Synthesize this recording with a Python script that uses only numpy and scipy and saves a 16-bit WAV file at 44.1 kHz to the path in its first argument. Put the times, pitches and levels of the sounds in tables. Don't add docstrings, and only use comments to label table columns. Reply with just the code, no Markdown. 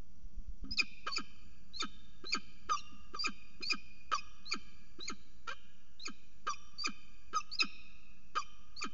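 import sys
import numpy as np
from scipy import signal
from scipy.fft import rfft, irfft, next_fast_len
from scipy.io import wavfile
from scipy.ndimage import map_coordinates

SR = 44100
rng = np.random.default_rng(int(sys.argv[2]) if len(sys.argv) > 2 else 0)


def transcribe(u):
    v = np.clip(np.atleast_2d(u).T, -1, 1)
    q = np.round(v * 32767).astype(np.int16)
    wavfile.write(sys.argv[1], SR, q)


N = 393870

# whistle [t/s, length/s, start f/Hz, end f/Hz, level/dB],
# chip [t/s, mid f/Hz, level/dB, octave level/dB, half-tone level/dB], croak [level/dB]
CHUP_CALLS = [(.708, 0.039, 4890, 5190, -40, .783, 2497, -28.5, -30, -56, -47),
              (1.117, 0.043, 4445, 4507, -36.5, 1.155, 2508, -40, -35, -68, -42),
              (1.736, 0.073, 3900, 4480, -43.5, 1.798, 2340, -43.5, -38, -54.5, -39),
              (2.256, 0.082, 3830, 4440, -41.5, 2.320, 2406, -35.5, -31, -59.5, -37.5),
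              (3.191, .068, 4690, 4873, -33.5, 3.243, 2489, -33, -39.5, -39, -40.5),
              (3.627, .079, 4040, 4800, -38, 3.698, 2476, -30.5, -29, -53.5, -41.5),
              (4.456, 0.071, 3860, 4660, -44, 4.512, 2372, -38, -34.5, -50.5, -41.5),
              (5.004, 0.064, 3760, 4270, -42.5, 5.072, 2310, -45, -42, -66.5, -44),
              (5.996, .053, 3670, 4300, -46.5, 6.050, 2394, -43.5, -42, -65.5, -47.5),
              (6.783, 0.076, 4480, 4880, -39, 6.843, 2429, -34.5, -36, -39, -40.5),
              (7.516, .042, 4150, 5100, -39.5, 7.598, 2567, -29.5, -30.5, -54, -39.5),
              (8.764, 0.044, 4120, 4800, -44, 8.814, 2410, -41.5, -42.5, -43, -40)]
# [croak t/s, length from croak start to yelp end/s, mid f/Hz, fall/octaves, yelp level/dB, croak level/dB]
YELP_CALLS = [(1.061, 0.069, 1112, 0.14, -44.5, -35), (2.686, 0.079, 1195, .15, -29, -36.5),
              (3.133, 0.058, 1165, 0.15, -43, -47), (4.114, .063, 1146, 0.29, -32, -32),
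              (6.463, 0.07, 1159, .18, -33.5, -37), (7.328, 0.078, 1235, .18, -32, -43.5),
              (8.351, 0.066, 1167, .24, -32.5, -36)]
HARD_CHIP_DB = -31


def amp(db):
    return 10 ** (np.asarray(db) / 20)


def unit(x):
    return x / np.sqrt(np.mean(x ** 2) + 1e-20)


def colour(points):
    f, db = np.transpose(points)
    return lambda hz: amp(np.interp(np.log(hz + 1), np.log(f + 1), db))


def filtered(x, response):
    m = next_fast_len(len(x) + 4096)
    spectrum = rfft(x, m) * response(np.fft.rfftfreq(m, 1 / SR))
    return irfft(spectrum, m)[:len(x)]


def resonance(f, hz, width):
    return 1j * f * width / (hz * hz - f * f + 1j * f * width)


def throat(f):
    # [f/Hz, width of a single pass/Hz, relative level/dB]
    throat_modes = [(421, 1500, -17), (991, 280, -13.5), (1242, 230, 5.5), (1552, 86, 3), (2461, 100, -2.5),
                    (3042, 190, -3), (3510, 590, -14.5), (4460, 550, -14.5), (6160, 180, -25),
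                    (6540, 820, -22)]
    return sum(amp(db) * resonance(f, hz, width) ** 2 for hz, width, db in throat_modes)


def wobble(n, rate):
    knots = rng.standard_normal(int(n * rate / SR) + 4)
    return map_coordinates(knots, [np.arange(n) * rate / SR])


def add(track, s, sound):
    part = track[round(s * SR):][:len(sound)]
    part += sound[:len(part)]


def fall(hz, octaves):
    return hz * 2 ** (octaves / 2), hz / 2 ** (octaves / 2)


def note(start, end, from_hz, to_hz, crest, jitter, shimmer_db, flutter_rate, swell, bend):
    u = np.linspace(0, 1, round((end - start) * SR))
    glide = from_hz * (to_hz / from_hz) ** (u ** bend)
    pitch = glide * (1 + jitter * wobble(len(u), flutter_rate))
    arch = np.interp(u, [0, np.clip(crest, .05, .95), 1], [0, np.pi / 2, np.pi])
    envelope = np.abs(np.sin(arch)) ** swell * amp(shimmer_db * wobble(len(u), flutter_rate))
    return 2 * np.pi * np.cumsum(pitch) / SR, unit(envelope)


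def rasp(n, spectrum):
    return unit(filtered(rng.standard_normal(n), colour(spectrum)))


def background():
    hiss_colour = [(200, -4), (600, -5), (900, -6), (1250, 1), (1650, -7.5), (2000, -11), (2450, -3),
                   (3500, -7.5), (4200, -9), (4750, -0.5), (5250, -14.5), (5750, 6), (6250, -7), (6650, -5),
                   (7500, -4.5)]
    rumble_colour = [(12, -9.5), (22, -4), (40, -0.5), (65, -3.5), (100, -13.5), (135, -16.5), (200, -7.5),
                     (260, -22), (350, -25), (500, -36), (700, -43), (1500, -80.5)]
    rumble_course = [(1.0, -68), (1.41, -67), (5.39, -70), (5.89, -73), (6.56, -71.5), (8.8, -70.5)]
    hiss = amp(-73.0) * rasp(N, hiss_colour)
    s, db = np.transpose(rumble_course)
    swell_db = np.interp(np.arange(N) / SR, s, db - db.mean())
    rumble = amp(-63 + swell_db + 0.47 * wobble(N, 30)) * rasp(N, rumble_colour)
    return hiss + rumble


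def landing():
    # [mid t/s, peak level/dB, swing rate f/Hz]
    wing_beats = [(0.251, -40.5, 24), (0.384, -34.5, 24), (0.49, -36.5, 31), (.515, -39.5, 17),
                  (0.631, -38, 27), (0.714, -39.5, 39)]
    foot_steps = [(0.386, -58), (.641, -36.5), (.662, -50), (0.69, -45.5), (2.921, -47)]
    ledge_modes = [(202, -5, 0.54), (264, -1, 0.22), (298, -6.5, 0.04)]
    out, t = np.zeros(N), np.arange(SR // 4) / SR
    for s, db, hz in wing_beats:
        u = 2 * np.pi * hz * (t - t.mean())
        swing = u * np.exp((1 - u * u) / 2)
        add(out, s - t.mean(), amp(db) * swing)
    for s, db in foot_steps:
        ring = sum(amp(level - 60 * t / t60) * np.sin(2 * np.pi * hz * t + rng.uniform(0, 2 * np.pi))
                   for hz, level, t60 in ledge_modes)
        scratch = amp(-16 - 60 * t / 0.1) * unit(filtered(rng.standard_normal(len(t)), throat))
        attack = 1 - np.exp(-t / 0.00099)
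        add(out, s, amp(db - 6.0) * (ring + scratch) * attack)
    return out


def box_ring(x):
    # [f/Hz, width of a single pass/Hz, relative level/dB, t60/s]
    box_modes = [(270, 450, -3.5, 1.8), (1280, 700, -11.5, 2.4), (1650, 43, 6, 7.5), (2452, 330, 0.5, 1.5),
                 (2765, 305, 6.5, 2.3), (3080, 90, 11, 1), (3568, 630, 4, 1.2), (4640, 210, -6, 3),
                 (5594, 490, 5.5, 0.92), (7000, 370, -2, 5.7)]
    t = np.arange(3 * SR // 2) / SR
    out = np.zeros(N)
    window = signal.get_window("hann", SR)
    for first in range(-SR // 2, N, SR // 2):
        tail = np.zeros(len(t))
        for hz, width, db, t60 in box_modes:
            strikes = rng.standard_normal(len(t)) * amp(-60 * t / t60)
            strikes /= np.linalg.norm(strikes)
            tail += amp(db) * filtered(strikes, lambda f: resonance(f, hz, width) ** 2)
        piece = np.pad(x, SR)[first + SR:][:SR] * window
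        piece = piece[max(-first, 0):]
        add(out, max(first, 0) / SR, signal.fftconvolve(piece, tail))
    return out


def whistle_notes():
    # [t/s, length/s, start f/Hz, level/dB]
    swoop_dives = [(.772, .018, 4920, -32.5), (1.799, 0.018, 3690, -35.5), (2.781, 0.031, 4640, -51.5),
                   (7.588, 0.025, 4430, -31)]
    full_rise_hz, level_crest, climbing_crest = 596, .03, .55
    for s, length, from_hz, to_hz, db, *_ in CHUP_CALLS:
        crest = np.interp(to_hz - from_hz, [0, full_rise_hz], [level_crest, climbing_crest])
        yield s, s + length, from_hz, to_hz, crest, db
    swoop_to_hz, swoop_crest = 3563, .15
    for s, length, from_hz, db in swoop_dives:
        yield s, s + length, from_hz, swoop_to_hz, swoop_crest, db


def whistles():
    out = np.zeros(N)
    for start, end, from_hz, to_hz, crest, db in whistle_notes():
        phase, envelope = note(start, end, from_hz, to_hz, crest, jitter=.009, shimmer_db=2.0,
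                               flutter_rate=250, swell=0.24, bend=0.75)
        octave = amp(-11.5) * np.sin(2 * phase)
        half = amp(-20) * filtered(np.sin(phase / 2), throat)
        side = amp(-20.5) * wobble(len(phase), 400) * np.sin(phase + phase / 2)
        air = rasp(len(phase), [(1500, -20.5), (2600, -8.0), (3400, -14.5),
                                (4600, -5.5), (5400, -0.5), (6600, -8.0)])
        strain = np.linspace(.35, 1.2, len(phase)) ** 1.5
        frayed = strain * (side + amp(-15.5) * air)
        add(out, start, amp(db - 2.0) * envelope * (np.sin(phase) + octave + half + frayed))
    return out


def walls(x):
    wall_echo = [(250, -9), (1200, -11.5), (2500, -0.5), (5000, -4), (7000, -3.5)]
    t = np.arange(SR // 8) / SR
    t60 = .05
    echoes = rng.standard_normal(len(t)) * amp(-60 * t / t60) * (t > .002)
    echoes /= np.linalg.norm(echoes)
    return filtered(signal.fftconvolve(x, echoes)[:N], colour(wall_echo))


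def yelp_notes():
    yelp_delay_s, yelp_crest, yelp_bright_db = 0.013, 0.46, -14.5
    for s, length, hz, octaves, db, _ in YELP_CALLS:
        yield s + yelp_delay_s, s + length, *fall(hz, octaves), yelp_crest, db, yelp_bright_db
    half_lead_s, half_s, half_crest, half_bright_db = .004, .027, 0.15, -7
    for *_, chip_s, hz, _, _, db, _ in CHUP_CALLS:
        s = chip_s - half_lead_s
        yield s, s + half_s, hz / 2, hz / 2, half_crest, db, half_bright_db


def yelps():
    yelp_overtones = [(2, -14), (3, -8), (4, -1.5), (5, 0.5), (6, -10.5)]
    out = np.zeros(N)
    for start, end, from_hz, to_hz, crest, db, bright_db in yelp_notes():
        phase, envelope = note(start, end, from_hz, to_hz, crest, jitter=0.0034, shimmer_db=2.5,
                               flutter_rate=260, swell=0.61, bend=1.2)
        pitch = np.gradient(phase) * SR / (2 * np.pi)
        envelope = unit(envelope * np.abs(resonance(pitch, hz=1248, width=180)) ** 2)
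        overtones = sum(amp(level + 3.6 * wobble(len(phase), 130)) * np.sin(k * phase)
                        for k, level in yelp_overtones)
        air = rasp(len(phase), [(800, -26), (1300, 10.5), (2000, -16.0),
                                (3000, -5), (5000, -16.0), (7000, -12)])
        tone = envelope * (np.sin(phase) + amp(-27.5) * air)
        halo = amp(bright_db + 1.5) * overtones * np.hanning(len(phase)) ** 0.81
        add(out, start, amp(db - 0.7) * (tone + halo))
    return out


def chip_notes():
    # [t/s, length/s, mid f/Hz, level/dB]
    soft_squeaks = [(2.757, 0.045, 2801, -44), (3.621, 0.022, 2463, -40.5), (4.173, .028, 2500, -44.5),
                    (6.531, 0.016, 2480, -46.5), (7.4, 0.018, 2667, -48.5), (8.41, 0.024, 2456, -49.5)]
    chip_s, chip_crest, chip_third_db = .027, 0.5, -47
    fall_oct, sag_oct_per_db = .17, 0.0248
    for *_, s, hz, db, octave_db, _, _ in CHUP_CALLS:
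        octaves = fall_oct + sag_oct_per_db * (HARD_CHIP_DB - db)
        yield s, s + chip_s, *fall(hz, octaves), chip_crest, db, octave_db - db, chip_third_db - db
    squeak_fall_oct, squeak_crest = 0.046, 0.42
    second_db, third_db = -4, -23.5
    for s, length, hz, db in soft_squeaks:
        yield s, s + length, *fall(hz, squeak_fall_oct), squeak_crest, db, second_db, third_db


def chips():
    out = np.zeros(N)
    for start, end, from_hz, to_hz, crest, db, second_db, third_db in chip_notes():
        phase, envelope = note(start, end, from_hz, to_hz, crest, jitter=.019, shimmer_db=2.5,
                               flutter_rate=550, swell=1.3, bend=.75)
        pitch = np.gradient(phase) * SR / (2 * np.pi)
        first = unit(envelope * np.abs(resonance(pitch, hz=2460, width=300)))
        third = unit(envelope * np.abs(resonance(3 * pitch, hz=6650, width=410)))
        tone = first * np.sin(phase)
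        tone += amp(second_db) * envelope * np.sin(2 * phase)
        tone += amp(third_db + 3.5) * third * np.sin(3 * phase)
        side = amp(-21.5) * envelope * wobble(len(phase), 250) * np.sin(phase + phase / 2)
        air = rasp(len(phase), [(800, -32.0), (1300, 0.5), (1900, -25), (2600, -8.5), (4000, -8.5),
                                (4750, -6.5), (5500, -6.5), (6700, 4), (7400, -26.0)])
        breakup = amp(-15) * np.std(tone) * np.sqrt(envelope) * air
        add(out, start, amp(db - 1.66) * (tone + side + breakup))
    return out


def croak_notes():
    # [t/s, length/s, start f/Hz, level/dB]
    lone_grunts = [(2.237, 0.017, 262, -50.5), (3.603, 0.021, 284, -56), (4.985, .02, 286.5, -55.5),
                   (5.47, .066, 439.6, -40)]
    open_s, attack_s, open_from_hz = .024, .013, 290
    open_db, open_to_hz, hz_per_db = -37, 614.6, 10.5
    open_low_db, low_db_per_oct = -51.5, -15
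    openings = [(s, open_s, open_from_hz, db) for s, *_, db in YELP_CALLS]
    for s, length, hz, db in openings + list(lone_grunts):
        top_hz = open_to_hz + hz_per_db * (db - open_db)
        low_db = open_low_db + low_db_per_oct * np.log2(hz / open_from_hz)
        yield s, s + length, hz, top_hz, attack_s / length, db, low_db - db
    close_delay_s, close_s, s_per_db = .0215, .037, .0002
    close_from_hz, close_to_hz, close_crest = 540, 198.7, 0.18
    close_db, close_low_db, low_follows = -40, -48.5, 0.49
    for *_, chip_s, _, chip_db, _, _, db in CHUP_CALLS:
        s = chip_s + close_delay_s
        length = close_s + s_per_db * (HARD_CHIP_DB - chip_db)
        low_db = close_low_db + low_follows * (db - close_db)
        yield s, s + length, close_from_hz, close_to_hz, close_crest, db, low_db - db


def croaks():
    out = np.zeros(N)
    for start, end, from_hz, to_hz, crest, db, low_db in croak_notes():
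        opening = to_hz > from_hz
        phase, envelope = note(start, end, from_hz, to_hz, crest, jitter=0.024, shimmer_db=4.5,
                               flutter_rate=300, swell=.7, bend=.85 if opening else .75)
        pulses = np.diff(phase // (2 * np.pi), prepend=0) * np.gradient(phase) ** (.1 if opening else 1.7)
        air = .12 * rng.standard_normal(len(phase)) * (1 + np.cos(phase))
        source = np.pad(envelope * (unit(pulses) + air), (0, SR // 100))
        bark = unit(filtered(source, throat))
        low = np.sin(phase) * signal.get_window(("tukey", .4), len(phase))
        low = np.pad(low, (0, SR // 25))
        boom = filtered(low, lambda f: 1 + 1.9 * resonance(f, hz=196, width=29))
        add(out, start, amp(db - 4.5) * bark)
        add(out, start, amp(db + low_db + 4.0) * boom)
    return out


def scene():
    voice = croaks() + yelps() + chips() + whistles()
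    near = voice + landing()
    ring = amp(-12) * box_ring(near)
    return near + walls(voice) + ring + background()


def record(dry):
    mic_rolloff = [(6800, 0), (7300, -10), (7650, -27), (8200, -44)]
    top_hz, offset = 8070, .0138
    return filtered(dry, lambda hz: colour(mic_rolloff)(hz) * (hz < top_hz)) + offset


dry = scene()
out = record(dry)
transcribe(out)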